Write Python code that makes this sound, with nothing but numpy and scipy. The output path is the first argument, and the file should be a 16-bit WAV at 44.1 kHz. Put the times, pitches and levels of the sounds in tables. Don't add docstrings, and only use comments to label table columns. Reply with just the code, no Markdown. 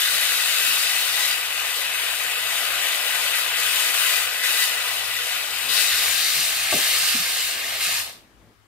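import sys
import numpy as np
from scipy import signal
from scipy.fft import rfft, irfft, next_fast_len
from scipy.io import wavfile
from scipy.ndimage import uniform_filter1d, map_coordinates

SR = 44100
rng = np.random.default_rng(int(sys.argv[2]) if len(sys.argv) > 2 else 0)


def amplitude_ratio(level_db):
    exponent = np.asarray(level_db, float) / 20
    return 10 ** exponent


def transcribe(u):
    v = np.clip(np.atleast_2d(u).T, -1, 1)
    q = np.round(v * 32767).astype(np.int16)
    wavfile.write(sys.argv[1], SR, q)


N = 382331

# (time [s], level [dB])
DEPTH = [(0, -0.5), (.7, -0.5), (1.6, 0), (2.4, 0.5), (2.75, 3.5), (3.3, 2.5), (3.9, 1.5), (4.3, -1),
         (4.8, 0.5), (5.3, -1), (5.65, -2.5), (5.8, -2), (6.2, -0.5), (6.8, 2.5), (7.3, -.5), (8.1, 0)]
HANDLED_S = (5.35, 8.5, .35)


def torch(mould, bench):
    # (frequency [Hz], density [dB per Hz])
    hiss = [(560, -39.5), (950, -16), (1350, -6.5), (1470, -8), (1740, -4), (1950, -4.5), (2120, -4),
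            (2540, -2), (3500, -4.5), (4550, -51), (7700, -120)]
    roar = [(190, -37), (330, -14.5), (394, -17), (453, -3), (589, -4.5), (658, -1.5), (855, -2.5),
            (1100, -4), (1430, -10.5), (2420, -120)]
    rasp = [(1880, -32), (3200, -8), (3360, -25), (3500, -3.5), (3950, -1.5), (5380, -6.5), (6400, -11.5),
            (8320, -24), (14100, -120)]
    fizz = [(3500, -35.5), (6000, -5), (8750, 0.5), (9800, -2.5), (12700, -2), (14700, -4.5), (15300, -8),
            (15800, -9)]
    # (start [s], end [s], start over free jet [dB], end over free jet [dB], bite [dB])
    strikes = [(-.1, 0.836, 6, 6.2, 0.2), (0.83, 1.328, 4.5, 5.1, 1), (1.892, 2.46, 0.5, 1, -1.5),
               (2.46, 3.328, 2.5, 1.1, -0.4), (3.335, 3.457, 5, 1.5, 0), (3.56, 3.913, 6, 5.5, -1),
               (3.929, 4.24, 7, 5.8, -0.5), (4.426, 4.655, 6, 5.9, 0.5), (5.689, 5.788, 5, 9.2, 3.5),
               (5.788, 5.995, 9.5, 8.1, 1.5), (6, 6.116, 8.5, 8.7, -0.5), (6.118, 6.44, 9, 7.6, 1.6),
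               (6.44, 6.71, 8.5, 4.2, 0), (6.705, 7.1, 8.5, 8.8, 0.8), (7.102, 7.525, 9, 2.8, 1),
               (7.804, 8.092, 7.5, 3, 0.6)]
    bite_shares = [-0.03, 0.18, 0.98, -0.011]
    # (time [s], left minus right [dB])
    swing = [(0.0, 5.5), (0.25, 6.5), (3.4, 8.5), (3.42, 7), (5.82, 7.5), (5.92, 2.5), (6.13, 6), (6.94, 5),
             (7.12, 0.5), (7.47, 5.5), (7.84, 3.5), (8.0, 5), (8.3, 4)]
    # (free level [dB], strike share [ratio], depth share [ratio], carried change [dB], air-cut change [dB])
    follows = [
        (-29.5, 0.53, 0.49, -1, -12.5),
        (-43.5, .1, 0.93, -1.6, -4.5),
        (-31, 0.87, 0.11, .5, -11.5),
        (-30, 0.98, 0.12, -1.5, -13),
    ]
    # (centred left minus right [dB], swing share [ratio], carried change [dB])
    leans = [
        (0.6, 0.47, -2),
        (-1.5, 0.06, -0.5),
        (-2, 0.73, -0.7),
        (1.1, 1.32, -2),
    ]
    # (frequency [Hz], width [Hz], level [dB])
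    tilted = [(698, 116, 3), (1238, 55, 5), (1474, 115, 5.5), (1830, 28, 4.5), (1940, 23, 4.5),
              (1977, 27, 6.5), (2200, 80, 2.5), (2588, 183, 5), (2930, 120, 5), (3550, 71, 4),
              (3862, 72, 5.5), (4310, 60, 3.5), (4690, 94, 5)]
    # (frequency [Hz], width [Hz], level [dB])
    upright = [(733, 110, 2.3), (1254, 52, 5.1), (2050, 68, 3.1), (2690, 500, 0.71), (3700, 94, 2.5),
               (4240, 43, 2)]
    # (frequency [Hz], level [dB])
    shade = [(300, -4), (800, 1), (940, -4), (1150, -0.5), (1450, -4), (1580, 0), (3000, -1), (4200, -1),
             (5500, -0.7), (7000, 1)]
    edge_s = 0.013
    carry_start_s, carry_end_s = 5.44, 6.35
    air_cut_s, air_cut_length_s = 8.0, 0.03

    strike_db, bite_db = np.zeros((2, N))
    for start_s, end_s, first_db, last_db, edge_bite_db in strikes:
        hit = span(start_s, end_s, edge_s)
        strike_db += hit * slide(start_s, end_s, first_db, last_db)
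        bite_db += hit * edge_bite_db
    depth_db, swing_db = curves(DEPTH)[0], curves(swing)[0]
    cut = slide(air_cut_s, air_cut_s + air_cut_length_s, 0, 1)
    turn_rad = np.pi / 2 * slide(carry_start_s, carry_end_s, 0, 1)
    aside = np.sin(turn_rad) ** 2
    surge = wobble(9)

    # colour, trim [dB], patches [dB], surge [dB], wash [dB], wash t60 [s]
    parts = [(hiss, -3.6, 1.3, .4, -3, .45), (roar, -1.2, 1.6, .3, -3, .45),
             (rasp, -7, 1.1, .6, 1.5, .4), (fizz, -9, 1.3, .7, 5, .35)]
    direct, total = np.zeros((2, 2, N))
    for part, follow, lean, sharp in zip(parts, follows, leans, bite_shares):
        colour, trim_db, patchy_db, surge_db, wash_db, t60_s = part
        free_db, strike_share, depth_share, moved_db, cut_db = follow
        centre_db, swing_share, side_moved_db = lean
        level_db = free_db + strike_share * strike_db + depth_share * depth_db
        level_db = level_db + moved_db * aside + cut_db * cut + sharp * bite_db
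        side_db = centre_db + swing_share * swing_db + side_moved_db * aside
        flow = amplitude_ratio(level_db + valve_db() + trim_db + surge_db * surge)
        bursts = amplitude_ratio(0.98 * wobble(300))
        core, *scattered = rush(colour, patchy_db, channels=3) * bursts
        direct += panned(flow * core, side_db)
        total += panned(amplitude_ratio(wash_db) * lingering(flow, t60_s) * np.array(scattered), side_db)
    total += filtered(direct * np.cos(turn_rad), mould)
    total += filtered(direct * np.sin(turn_rad), bench)
    at_mould = filtered(total, hollow(tilted))
    at_bench = filtered(total, lambda hz: amplitude_ratio(along(shade, hz)) * hollow(upright)(hz))
    return (1 - aside) * at_mould + aside * at_bench


def valve_db():
    shut_s, t60_s = 8.1, 0.07
    return -60 * np.maximum(np.arange(N) / SR - shut_s, 0) / t60_s


def low_flame():
    # (frequency [Hz], density [dB per Hz])
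    body_colour = [(65, -36), (110, -8), (129, -4), (167, -11.5), (231, -4.5), (400, -3.5), (520, -28),
                   (880, -120)]
    # (frequency [Hz], density [dB per Hz])
    puff_colour = [(50, -42), (110, -2), (300, -4), (600, -9), (1200, -27), (2200, -21), (4000, -39),
                   (8000, -120)]
    # (start [s], end [s], start level [dB], end level [dB])
    puffs = [
        (8.103, 8.346, -59, -57.5),
        (8.4, 8.53, -55, -57),
    ]

    steady = amplitude_ratio(1.1 * wobble(7)) * pair(body_colour, alike=.65, patchy_db=1.1)
    body_db = -66 + 0.75 * curves(DEPTH)[0] + 5 * span(*HANDLED_S)
    body = amplitude_ratio(body_db + .4 * np.maximum(valve_db(), -22) + 3.5) * steady
    lit = np.zeros(N)
    for start_s, end_s, first_db, last_db in puffs:
        lit += span(start_s, end_s, 0.077) * amplitude_ratio(slide(start_s, end_s, first_db, last_db))
    return body + lit * amplitude_ratio(1.5 * wobble(40)) * pair(puff_colour, alike=0.95, patchy_db=1.0)


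def thuds():
    # (time [s], peak [dB], pitch [Hz], spread [octaves], t60 [s])
    contacts = [(.12, -49, 220, 0.57, .15), (.666, -46, 232, 0.34, .17), (5.62, -44, 170, 1.1, .3),
                (5.674, -40, 170, 0.99, .2), (6.35, -40, 170, 0.97, 0.24), (6.7209, -15, 620, 0.9, 0.027),
                (6.718, -24.5, 200, .7, 0.14), (6.73, -21, 490, 0.74, .13), (6.77, -30, 330, 0.79, 0.11),
                (7.137, -28.5, 240, 0.52, 0.098), (7.19, -37, 189, 0.55, .08),
                (7.019, -47, 150, 0.67, 0.12), (7.86, -44, 160, .9, 0.25)]
    # (frequency [Hz], level [dB])
    bench_modes = [(65, -15), (140, 1.5), (190, -1), (253, -1.5), (300, -3.5), (385, 1), (480, -4),
                   (590, 1), (700, 1.5), (850, -2.5), (1150, 3), (1600, 12)]
    width_hz, rise_share = 45, 0.1

    out = np.zeros((2, N + SR))
    t = np.arange(SR // 3) / SR
    f = np.fft.rfftfreq(2 * len(t), 1 / SR)
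    for start_s, peak_db, pitch_hz, spread_oct, t60_s in contacts:
        rise = 1 - np.exp(-t / (rise_share * t60_s))
        shake = rng.standard_normal(len(t)) * amplitude_ratio(-60 * t / t60_s) * rise
        response = 0
        for k, (mode_hz, mode_db) in enumerate(bench_modes):
            off_pitch = np.log2(mode_hz / pitch_hz) / spread_oct
            gain = (-1) ** k * amplitude_ratio(mode_db - 2 * np.pi * off_pitch ** 2)
            loss = 1j * f * width_hz
            response = response + gain * loss / (mode_hz ** 2 - f * f + loss)
        ring = irfft(rfft(shake, 2 * len(t)) * response)[:len(t)]
        thud = panned(amplitude_ratio(peak_db) * ring / np.abs(ring).max(), -1.5)
        out[:, round(start_s * SR):][:, :len(t)] += thud
    return out[:, :N]


def workshop():
    # (frequency [Hz], density [dB per Hz])
    air_colour = [(12, -55), (20, -22), (34, -18), (55, -15), (81, -16), (113, -21), (138, -32),
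                  (356, -25.5), (896, -20.5), (1120, -20), (16000, -40)]
    # (frequency [Hz], width [Hz], left minus right [dB])
    hums = [(54.5, 14, 7), (102.7, 9.8, 13.5)]
    calm_levels = [-68, -66.5]
    handled_rises = [5, 3.5]

    air_db = -60.5 + 1.26 * wobble(4.7)
    out = panned(amplitude_ratio(air_db) * pair(air_colour, alike=0.089, patchy_db=-1.5), 6.0)
    for (c, w, side_db), calm_db, busy_db in zip(hums, calm_levels, handled_rises):
        db = calm_db + busy_db * span(*HANDLED_S) + 2.8 * wobble(4.3)
        noise = rng.standard_normal((2, N))
        one, other = unit(filtered(noise, lambda f: (f * w / (c * c - f * f + 1j * f * w)) ** 2))
        hum = np.array([one, 0.3 * one + 0.4 * other])
        out = out + panned(amplitude_ratio(db - 1.0) * hum, side_db)
    return out


def place(near, lead_ms, wet_db):
    # (frequency [Hz], t60 [s])
    walls = [(200, 0.7), (2000, 0.32), (6000, 0.24), (15000, 0.11)]
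    hz, t, z = signal.stft(rng.standard_normal((2, SR * 2 // 3)), SR, nperseg=256)
    t60_s = along(walls, hz)[:, None]
    tail = signal.istft(z * amplitude_ratio(-60 * t / t60_s) / np.sqrt(t60_s), SR, nperseg=256)[1]
    tail = np.pad(tail / np.linalg.norm(tail[0]), ((0, 0), (SR // 250, 0)))
    m = next_fast_len(N + SR)
    grid_hz = np.fft.rfftfreq(m, 1 / SR)

    def late(ms):
        return np.exp(-2j * np.pi * grid_hz * ms / 1000)

    echoes = np.array([1 + sum(gain * late(ms) for ms, gain in ear) for ear in near])
    return echoes * [late(0), late(lead_ms)] + amplitude_ratio(wet_db) * rfft(tail, m)


def hollow(modes):
    return lambda f: 1 + sum((amplitude_ratio(db) - 1) * 1j * f * w / (c * c - f * f + 1j * f * w) for c, w, db in modes)


def lingering(gain, t60_s):
    keep = amplitude_ratio(-120 / (t60_s * SR))
    return np.sqrt(signal.lfilter([1 - keep], [1, -keep], gain ** 2, zi=[keep * gain[0] ** 2])[0])


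def rush(spectrum, patchy_db, channels=1):
    z = signal.stft(rng.standard_normal((channels, N + 512)), nperseg=512)[2]
    field = uniform_filter1d(rng.standard_normal(z.shape[1:]), size=5, axis=0)
    field = uniform_filter1d(field, size=10, axis=1)
    noise = signal.istft(z * amplitude_ratio(patchy_db * unit(field)), nperseg=512)[1][:, :N]
    return unit(filtered(noise, lambda hz: amplitude_ratio(along(spectrum, hz))))


def pair(spectrum, alike, patchy_db):
    mid, side = rush(spectrum, patchy_db, channels=2)
    turn = np.arccos(np.clip(alike, 0, 1)) / 2
    mid, side = np.cos(turn) * mid, np.sin(turn) * side
    return np.array([mid + side, mid - side])


def panned(x, db):
    return x * amplitude_ratio(np.array([db / 2, -db / 2]).reshape(2, -1))


def filtered(x, response):
    m = next_fast_len(N + SR)
    gain = response(np.fft.rfftfreq(m, 1 / SR)) if callable(response) else response
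    return irfft(rfft(x, m) * gain, m)[..., :N]


def wobble(rate_hz):
    knots = rng.standard_normal(int(N * rate_hz / SR) + 4)
    return map_coordinates(knots, [np.arange(N) * rate_hz / SR])


def curves(rows):
    s, *cols = np.transpose(rows)
    return [np.interp(np.arange(N) / SR, s, c) for c in cols]


def span(start_s, end_s, edge_s):
    t = np.arange(N) / SR
    return np.clip(np.minimum(t - start_s, end_s - t) / edge_s + .5, 0, 1)


def slide(start_s, end_s, first, last):
    return np.interp(np.arange(N) / SR, [start_s, end_s], [first, last])


def along(points, hz):
    f, v = np.transpose(points)
    return np.interp(np.log(hz + 1), np.log(f + 1), v)


def unit(x):
    return x / np.sqrt(np.mean(x ** 2) + 1e-20)


def scene():
    # (delay [ms], gain [ratio])
    near_mould = [
        [(.55, 0.097), (1.05, 0.032), (2.0, 0.26), (2.58, 0.27)],
        [(.75, 0.036), (1.98, 0.06), (3.08, 0.18), (6.7, 0.059)],
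    ]
    # (delay [ms], gain [ratio])
    near_bench = [
        [(.7, 0.054), (1.85, 0.18), (2.8, 0.24), (7.5, 0.54)],
        [(.42, 0.4), (.7, .2), (1.08, 0.16), (3.3, 0.16)],
    ]
    mould = place(near_mould, lead_ms=0.077, wet_db=-5.5)
    bench = place(near_bench, lead_ms=-0.031, wet_db=-3.5)
    return torch(mould, bench) + low_flame() + thuds() + workshop()


def thinned(x, floor_db, ragged_hz, ragged_share):
    # (frequency [Hz], threshold under the neighbours [dB])
    weak = [(380, -24), (500, -9), (900, -6), (1600, -6.5), (3000, -8), (8000, -9), (13000, -8.5),
            (15500, -7)]
    # (frequency [Hz], threshold under the loudest band [dB])
    masked = [(4300, -29), (4900, -14.5), (6000, -12.5), (7000, -16.5), (7800, -40)]
    top_hz = 15730
    mid_side = np.array([x[0] + x[1], x[0] - x[1]]) / 2
    hz, t, z = signal.stft(mid_side, SR, nperseg=2048, noverlap=1024, window="cosine")
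    power = np.abs(z) ** 2
    cell = uniform_filter1d(power, size=4, axis=1)
    around = uniform_filter1d(power, size=48, axis=1)
    around = np.abs(uniform_filter1d(around, size=3, axis=2))
    loudest = around[:, (hz > 1800) & (hz < 3200)].mean(axis=1, keepdims=True)
    weak_limit = amplitude_ratio(2 * along(weak, hz))[:, None] * around
    masked_limit = amplitude_ratio(2 * along(masked, hz))[:, None] * loudest
    needed = np.maximum(weak_limit, masked_limit)
    ragged = rng.integers(1, 3, len(t)) * (rng.random(len(t)) < ragged_share)
    edge_hz = top_hz - ragged_hz * ragged
    kept = np.where(cell > needed, 1, amplitude_ratio(floor_db)) * (hz[:, None] < edge_hz)
    mid, side = signal.istft(z * kept, SR, nperseg=2048, noverlap=1024, window="cosine")[1][:, :N]
    return np.array([mid + side, mid - side])


def top_cut(x):
    return signal.sosfilt(signal.butter(12, 15730, fs=SR, output="sos"), x)


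def record(dry):
    mix = thinned(dry, floor_db=-20, ragged_hz=340, ragged_share=.15)
    return top_cut(mix)


dry = scene()
out = record(dry)
transcribe(out)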